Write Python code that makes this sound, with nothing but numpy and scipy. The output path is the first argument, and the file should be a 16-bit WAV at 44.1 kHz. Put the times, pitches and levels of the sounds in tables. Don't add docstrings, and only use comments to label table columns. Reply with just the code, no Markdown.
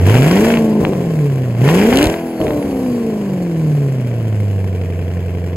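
import sys
import numpy as np
from scipy import signal
from scipy.fft import rfft, irfft, next_fast_len
from scipy.io import wavfile
from scipy.ndimage import uniform_filter1d

SR = 44100
rng = np.random.default_rng(int(sys.argv[2]) if len(sys.argv) > 2 else 0)


def int16_out(signal):
    q = np.round(np.clip(np.atleast_2d(signal).T, -1, 1) * 32767)
    wavfile.write(sys.argv[1], SR, q.astype(np.int16))


N = 245195
TIME = np.arange(N) / SR
PADDED = next_fast_len(N + 16384)
BINS = np.maximum(np.arange(PADDED // 2 + 1) * SR / PADDED, 1)
IDLE_HZ, SHOCK_HZ = 89, 240

# time in seconds, firing rate in Hz.
FIRING_RATE = [(0.0, 88.3), (0.07, 95.5), (0.22, 136.6), (0.42, 217.3), (0.5, 233.4), (0.75, 213.2),
               (0.83, 215.4), (0.9, 191.8), (1.24, 144.8), (1.55, 115.6), (1.62, 122.3), (1.94, 255.0),
               (2.08, 323.9), (2.17, 336.3), (2.33, 330.7), (2.66, 279.8), (3.29, 194.3), (3.53, 165.4),
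               (4.07, 120.8), (4.36, 105.2), (4.7, 93.9), (4.92, 89.7), (5.56, 88.3)]
# throttle opening and shutting in seconds, depth of fuel cut from 0 to 1,
# overrun start and decay time in seconds, overrun strength from 0 to 1.
REVS = [(-.04, 0.49, 0.08, .8, .26, 0.95), (1.555, 2.035, 0.92, 2.393, 0.12, 0.55)]
# bank 0 or 1, pulse strength in dB.
CYLINDERS = [(0, 5), (1, 5.5), (1, 2), (0, 2), (1, -3), (0, -1), (0, 6.5), (1, -11)]
# firing rate in Hz, level in dB.
TONE_COASTING = [(88, -20.5), (103, -14.5), (114, -18.5), (128, -17.5), (148, -12.5), (168, -18.5),
                 (205, -21), (230, -20.5), (250, -16), (270, -23.5), (320, -23)]
TONE_DRIVEN = [(88, -9.5), (105, -7.5), (125, -9.5), (152, -9), (175, -12.5), (220, -13), (300, -12.5),
               (335, -19)]
# multiple of the cycle rate, then relative level in dB idling, coasting, driven, in fuel cut.
OVERTONE_OUTLINE = [(2, -17, -9, -30, -11.5), (5.9, 0, 0, -7.5, 6), (8.06, 1, 0.5, -8.5, -10.5),
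                    (12.1, -1.5, -3.5, -1, -1), (14.4, 0.5, -2.5, -7.5, -9), (16, 3.5, 3.5, 4.5, -4),
                    (17.5, -10, -12, -13, -2), (24, -8.5, -6, -3, -9), (25.4, -12, -12, -14, -11),
                    (40.5, -7, -13, -11.5, -20)]
ODD_DB = (-6, -8, -1.5, -4)
OVERTONE_LEVEL = (-24.7, 1, -15.5, -8.5, 0.5)
BURBLE_LEVEL = (-35.5, 7, -16, -14.5, 12.5)
RASP_LEVEL = (-40.5, -1.5, -22, -1.5, 1)
HISS_LEVEL = (-51.5, 2.5, -31.5, -4.5, 0.5)
# frequency in Hz, gain in dB.
PIPE_SPECTRUM = [(40.0, -21), (70.0, -10), (100.0, -9), (150.0, -1), (220.0, -4), (290.0, -3),
                 (360.0, -2.5), (440.0, -1.5), (520.0, -1), (650.0, -5), (850.0, -11), (1200.0, -19.5),
                 (2000.0, -2)]
DRONE_SPECTRUM = [(350, -19), (490, 8.5), (560, -5), (650, 2.5), (850, -21), (1030, -21.5), (1250, -22),
                  (2500, -50)]
BURBLE_SPECTRUM = [(25, -31.5), (55, -7.5), (100, -4.5), (160, -1), (250, -1), (350, -1.5), (470, 0),
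                   (570, -11), (700, -9.5), (900, -22.5), (1060, -16), (1250, -30.5), (2500, -40.5),
                   (6000, -45)]
RASP_SPECTRUM = [(300, -36), (700, 6), (1030, 2), (1230, -5.5), (1550, 1.5), (1900, 0.5), (2300, 1),
                 (2800, -1), (3300, -4.5), (3800, -19), (5000, -12), (8000, -39), (15000, -28)]
HISS_SPECTRUM = [(1200, -23), (3000, -9), (3700, 0.5), (4500, -3), (5600, 0.5), (7500, 1.5), (9500, -2),
                 (11500, 1.5), (13500, -4), (15500, -12.5)]
WHINE_SPECTRUM = [(3000, -28), (3800, -10.5), (4500, 4.5), (5300, -4.5), (6500, -40), (8000, 0),
                  (11500, 9.5), (15000, 4)]
POP_SPECTRUM = [(60, -23), (200, 8), (450, 0), (800, 6), (1300, -1.5), (2400, 4), (3200, 1), (3800, -5),
                (4800, -25), (7000, -63), (15000, -50)]
CRACK_SPECTRUM = [(200, 3), (600, 20), (1300, -26), (2500, 13), (4000, 8.5), (7000, 2.5), (11000, 0),
                  (15500, -17)]
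# start in seconds, level in dB.
POPS = [(.086, -9), (.153, 1), (.2215, -7), (.269, -15), (.327, -9), (.502, -21), (.54, -2), (.572, -6.5),
        (.807, -32), (.8505, -1), (.867, -23), (.897, -21), (.934, -15), (1.008, -31), (1.033, -31),
        (1.689, 0.5), (1.927, -1), (2.073, -10), (2.099, -7), (2.141, -8.5), (2.1885, -21), (2.415, -12.5),
        (2.468, -13), (2.481, -13.5), (2.507, -9), (2.534, -18), (2.627, -21)]
CRACKS = [(1.9578, -8.5), (1.9726, -2), (1.9872, -6), (2.0152, -11), (2.0285, -3.5), (2.042, -9),
          (2.056, -8.5), (2.07, -10.5), (2.1, -13)]
# centre in seconds, Gaussian width in seconds, level in dB.
GUSTS = [(.17, 0.044, -27), (.45, 0.049, -46), (0.845, .03, -27), (1.677, .035, -46), (2.486, 0.038, -29)]
# frequency in Hz, phase lead of the left in radians.
PORT_PHASE = [(20, .12), (300, .1), (800, .45), (1400, -.8), (2000, .3), (2700, -1.5), (3600, -2.9),
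              (4150, -.5), (5200, -2.3), (6900, -6.3), (9200, -9.4), (11500, -12.6), (13700, -15.7),
              (16000, -19)]
# frequency in Hz, coherence of the turbulence at the ports from 0 to 1.
PORT_COHERENCE = [(60, .995), (300, .995), (640, .87), (1400, .72), (2500, .5), (5000, .7), (8000, .84),
                  (15000, .78)]
# frequency in Hz, level of left over right in dB.
PORT_BALANCE = [(60, -2.1), (250, 0.5), (600, 1), (1200, 1.5), (2200, 3.5), (4000, 2), (12000, -0.5)]


def from_db(db):
    return 10 ** (np.asarray(db) / 20)


def at_hz(points, hz):
    known_hz, values = np.transpose(points)
    return np.interp(np.log(hz), np.log(known_hz), values)


def unit_rms(x, span_s=0.3):
    size = int(span_s * SR / 2)
    power = uniform_filter1d(uniform_filter1d(x * x, size), size)
    return x / np.sqrt(np.abs(power) + 1e-14)


def drift(rate_hz):
    return np.interp(TIME * rate_hz, np.arange(4096), rng.standard_normal(4096))


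def colour(x, spectrum):
    cepstrum = irfft(np.log(from_db(at_hz(spectrum, BINS))), PADDED)
    cepstrum[1:PADDED // 2] *= 2
    cepstrum[PADDED // 2 + 1:] = 0
    return irfft(rfft(x, PADDED) * np.exp(rfft(cepstrum)), PADDED)[:N]


def impulses(at_s, sizes):
    place = np.clip(np.asarray(at_s) * SR, 0, N - 2)
    whole = place.astype(int)
    late = place - whole
    return np.bincount(whole, sizes * (1 - late), N) + np.bincount(whole + 1, sizes * late, N)


def fade(x, decay_s):
    return signal.lfilter([1], [1, -np.exp(-1 / (decay_s * SR))], x + 1e-18)


def ramp(start_s, length_s):
    return np.clip((TIME - start_s) / length_s, 0, 1)


def engine_state(drive_s=0.07, open_s=0.12, shut_s=0.19, onset_s=0.0077, settle_s=0.97):
    throttle = driven = cut = overrun = 0
    for opens, shuts, depth, ragged, decay_s, strength in REVS:
        closed, onset = ramp(shuts, shut_s), ramp(ragged, onset_s)
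        ajar = 0.35 * np.exp(-np.maximum(TIME - shuts, 0) / settle_s)
        throttle = np.maximum(throttle, ramp(opens, open_s) * (1 - closed * (1 - ajar)))
        driven = np.maximum(driven, ramp(opens, drive_s) * (1 - onset * (1 - ajar)))
        cut = cut + depth * closed * (1 - onset)
        overrun = overrun + strength * onset * np.exp(-np.maximum(TIME - ragged, 0) / decay_s)
    return throttle, driven, cut, overrun


def layer_gain(level, firing_hz, load, cut, overrun):
    idle_db, doubling_db, full_db, cut_db, overrun_db = level
    shut_db = idle_db + doubling_db * np.log2(firing_hz / IDLE_HZ)
    return from_db(shut_db + load * (full_db - shut_db) + cut * cut_db + overrun * overrun_db)


def firing_tone(firing_hz, turn, driven, cut, overrun, cut_db=-9, overrun_db=-4.5, waver_db=0.35):
    pipe_db = (1 - driven) * at_hz(TONE_COASTING, firing_hz) + driven * at_hz(TONE_DRIVEN, firing_hz)
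    level_db = pipe_db + cut_db * cut + overrun_db * overrun + waver_db * drift(24.95)
    return np.sqrt(2) * from_db(level_db) * np.sin(2 * np.pi * len(CYLINDERS) * turn)


def exhaust_overtones(cycle_hz, turn, throttle, cut, lag_cycles=0.0343, jitter_s=0.00008, top=40):
    banks, strength_db = np.transpose(CYLINDERS)
    arrival = np.arange(len(banks)) / len(banks) + lag_cycles * banks
    coasting = np.clip((cycle_hz - 12) / 5, 0, 1)
    turn = turn + coasting * (1 - cut) * jitter_s * cycle_hz * drift(60)
    waver_db = 2.4 + 2.1 * coasting
    multiples, *outlines = np.transpose(OVERTONE_OUTLINE)
    harmonics = 0
    for k in np.setdiff1d(np.arange(2, top + 1), [len(banks)]):
        level_db, *state_db = [np.interp(k, multiples, outline) + odd_db * (k % 2)
                               for outline, odd_db in zip(outlines, ODD_DB)]
        for share, db in zip((coasting, throttle, cut), state_db):
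            level_db = level_db + share * (db - level_db)
        level_db = level_db + at_hz(PIPE_SPECTRUM, k * cycle_hz) + waver_db * drift(12)
        phasors = from_db(strength_db) * np.exp(-2j * np.pi * k * arrival)
        harmonics -= from_db(level_db) * np.cos(2 * np.pi * k * turn + np.angle(phasors.sum()))
    return unit_rms(harmonics + from_db(-18) * pipe_drone(turn, lowest=top + 1))


def pipe_drone(turn, lowest, count=70):
    angle = np.linspace(0, 1, 4096)
    cycle = sum(np.cos(2 * np.pi * (k * angle + rng.random())) for k in range(lowest, lowest + count))
    return colour(np.interp(turn % 1, angle, cycle), DRONE_SPECTRUM)


def burble(fired_s, scatter_s=0.000752, swirl_db=-24, swirl_s=0.0027):
    sizes = np.tanh(rng.standard_normal(len(fired_s)))
    thuds = impulses(fired_s + scatter_s * rng.standard_normal(len(fired_s)), sizes)
    swirl = from_db(swirl_db) * fade(np.abs(thuds), swirl_s) * rng.standard_normal(N)
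    return unit_rms(colour(thuds + swirl, BURBLE_SPECTRUM), span_s=0.044)


def rasp(fired_s, cylinder_db, steepening, puff_s=0.0051, steady=0.32, shock_db=19, scatter_s=0.00032):
    load = np.interp(fired_s, TIME, steepening)
    spread_db = 1.5 + 4 * load
    sizes = from_db(cylinder_db + spread_db * np.clip(rng.standard_normal(len(fired_s)), -2, 2))
    puffs = (fade(impulses(fired_s, sizes), puff_s) + steady) * rng.standard_normal(N)
    fronts_s = fired_s + scatter_s * rng.standard_normal(len(fired_s))
    shocks = impulses(fronts_s, sizes * from_db(shock_db * load))
    return unit_rms(colour(puffs + shocks, RASP_SPECTRUM), span_s=0.25)


def jet_hiss(fired_s, cylinder_db, rise_s=0.001, puff_s=0.0079, steady=0.97, spread_db=3.5):
    sizes = from_db(cylinder_db + spread_db * rng.standard_normal(len(fired_s)))
    puffs = fade(fade(impulses(fired_s, sizes), puff_s), rise_s) / (rise_s * SR)
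    jet = (puffs + steady) * rng.standard_normal(N)
    return unit_rms(colour(jet, HISS_SPECTRUM), span_s=0.25)


def chain_whine(cycle_hz, turn, teeth=22, wobble_cycles=0.33, flutter_db=5, fall_db=0.75):
    whine = 0
    for k in range(4, 18):
        level_db = at_hz(WHINE_SPECTRUM, k * teeth * cycle_hz) - fall_db * k + flutter_db * drift(25.12)
        whine += from_db(level_db) * np.sin(2 * np.pi * (k * teeth * turn + wobble_cycles * drift(60)))
    return whine


def backfire(events, spectrum, tail_s, tail_db):
    start_s, level_db = np.transpose(events)
    fronts = impulses(np.round(start_s * SR) / SR, from_db(level_db))
    tails = from_db(tail_db) * fade(fronts, tail_s) * rng.standard_normal(N)
    response_peak = np.abs(colour(impulses([0], np.ones(1)), spectrum)).max()
    return colour(fronts + tails, spectrum) / response_peak


def gusts(band_hz=(32, 120)):
    strength = sum(from_db(db) * np.exp(-0.5 * ((TIME - s) / width) ** 2) for s, width, db in GUSTS)
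    band = signal.butter(2, band_hz, "band", fs=SR, output="sos")
    rumble = signal.sosfilt(band, rng.standard_normal(N + SR))
    return strength * unit_rms(rumble, span_s=0.07)[SR:]


def lift_off_thump(at_s=2.058, level_db=-10, start_hz=160, end_hz=45, decay_s=0.0074):
    age = np.maximum(TIME - at_s, 0) / decay_s
    hz = end_hz + (start_hz - end_hz) * np.exp(-age)
    envelope = from_db(level_db) * age * np.exp(1 - age)
    return envelope * np.sin(2 * np.pi * np.cumsum(hz * (age > 0)) / SR)


def microphone(sound, stray):
    coherence = np.clip(at_hz(PORT_COHERENCE, BINS), 0, 1)
    lead = np.interp(BINS, *np.transpose(PORT_PHASE))
    sides = np.array([[0.5], [-0.5]])
    common = np.sqrt((1 + coherence) / 2) * rfft(sound, PADDED)
    opposed = 2 * sides * np.sqrt((1 - coherence) / 2) * rfft(stray, PADDED)
    response = np.exp(1j * sides * lead) * from_db(sides * at_hz(PORT_BALANCE, BINS))
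    return irfft((common + opposed) * response, PADDED)[:, :N]


def scene():
    firing_hz = np.interp(TIME, *np.transpose(FIRING_RATE))
    throttle, driven, cut, overrun = engine_state()
    count = len(CYLINDERS)
    cycle_hz = firing_hz / count
    turn = np.cumsum(cycle_hz) / SR
    firings = np.arange(int(turn[-1] * count))
    fired_s = np.interp(firings / count, turn, TIME)
    cylinder_db = np.array(CYLINDERS)[firings % count, 1]
    burble_gain, rasp_gain, hiss_gain = (layer_gain(level, firing_hz, throttle, cut, overrun)
                                         for level in (BURBLE_LEVEL, RASP_LEVEL, HISS_LEVEL))
    steepening = throttle * np.minimum(firing_hz / SHOCK_HZ, 1)
    swell_db = (1 - throttle) * (at_hz(TONE_COASTING, firing_hz) - at_hz(TONE_COASTING, IDLE_HZ))
    hiss_swell = from_db(0.35 * swell_db)

    def turbulence():
        return (burble_gain * burble(fired_s) + rasp_gain * rasp(fired_s, cylinder_db, steepening)
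                + hiss_gain * hiss_swell * jet_hiss(fired_s, cylinder_db))

    starved = np.clip(cut + overrun, 0, 1)
    overtone_gain = layer_gain(OVERTONE_LEVEL, firing_hz, driven, cut, overrun)
    overtones = overtone_gain * exhaust_overtones(cycle_hz, turn, throttle, starved)
    note = firing_tone(firing_hz, turn, driven, cut, overrun) + overtones
    whine_db = -10.5 + 3.5 * np.log2(firing_hz / IDLE_HZ)
    whine = from_db(whine_db) * hiss_gain * (1 - throttle) * chain_whine(cycle_hz, turn)
    pops = backfire(POPS, POP_SPECTRUM, tail_s=0.0015, tail_db=-19)
    cracks = backfire(CRACKS, CRACK_SPECTRUM, tail_s=0.0009, tail_db=-7)
    sound = note + whine + pops + gusts() + cracks + lift_off_thump() + turbulence()
    return microphone(sound, stray=turbulence())


def record(dry, ceiling=0.96, cutoff_hz=15750):
    rounded = dry / (1 + (dry / ceiling) ** 6) ** (1 / 6)
    return signal.sosfilt(signal.ellip(10, 0.1, 80, cutoff_hz, fs=SR, output="sos"), rounded)


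dry = scene()
out = record(dry)
int16_out(out)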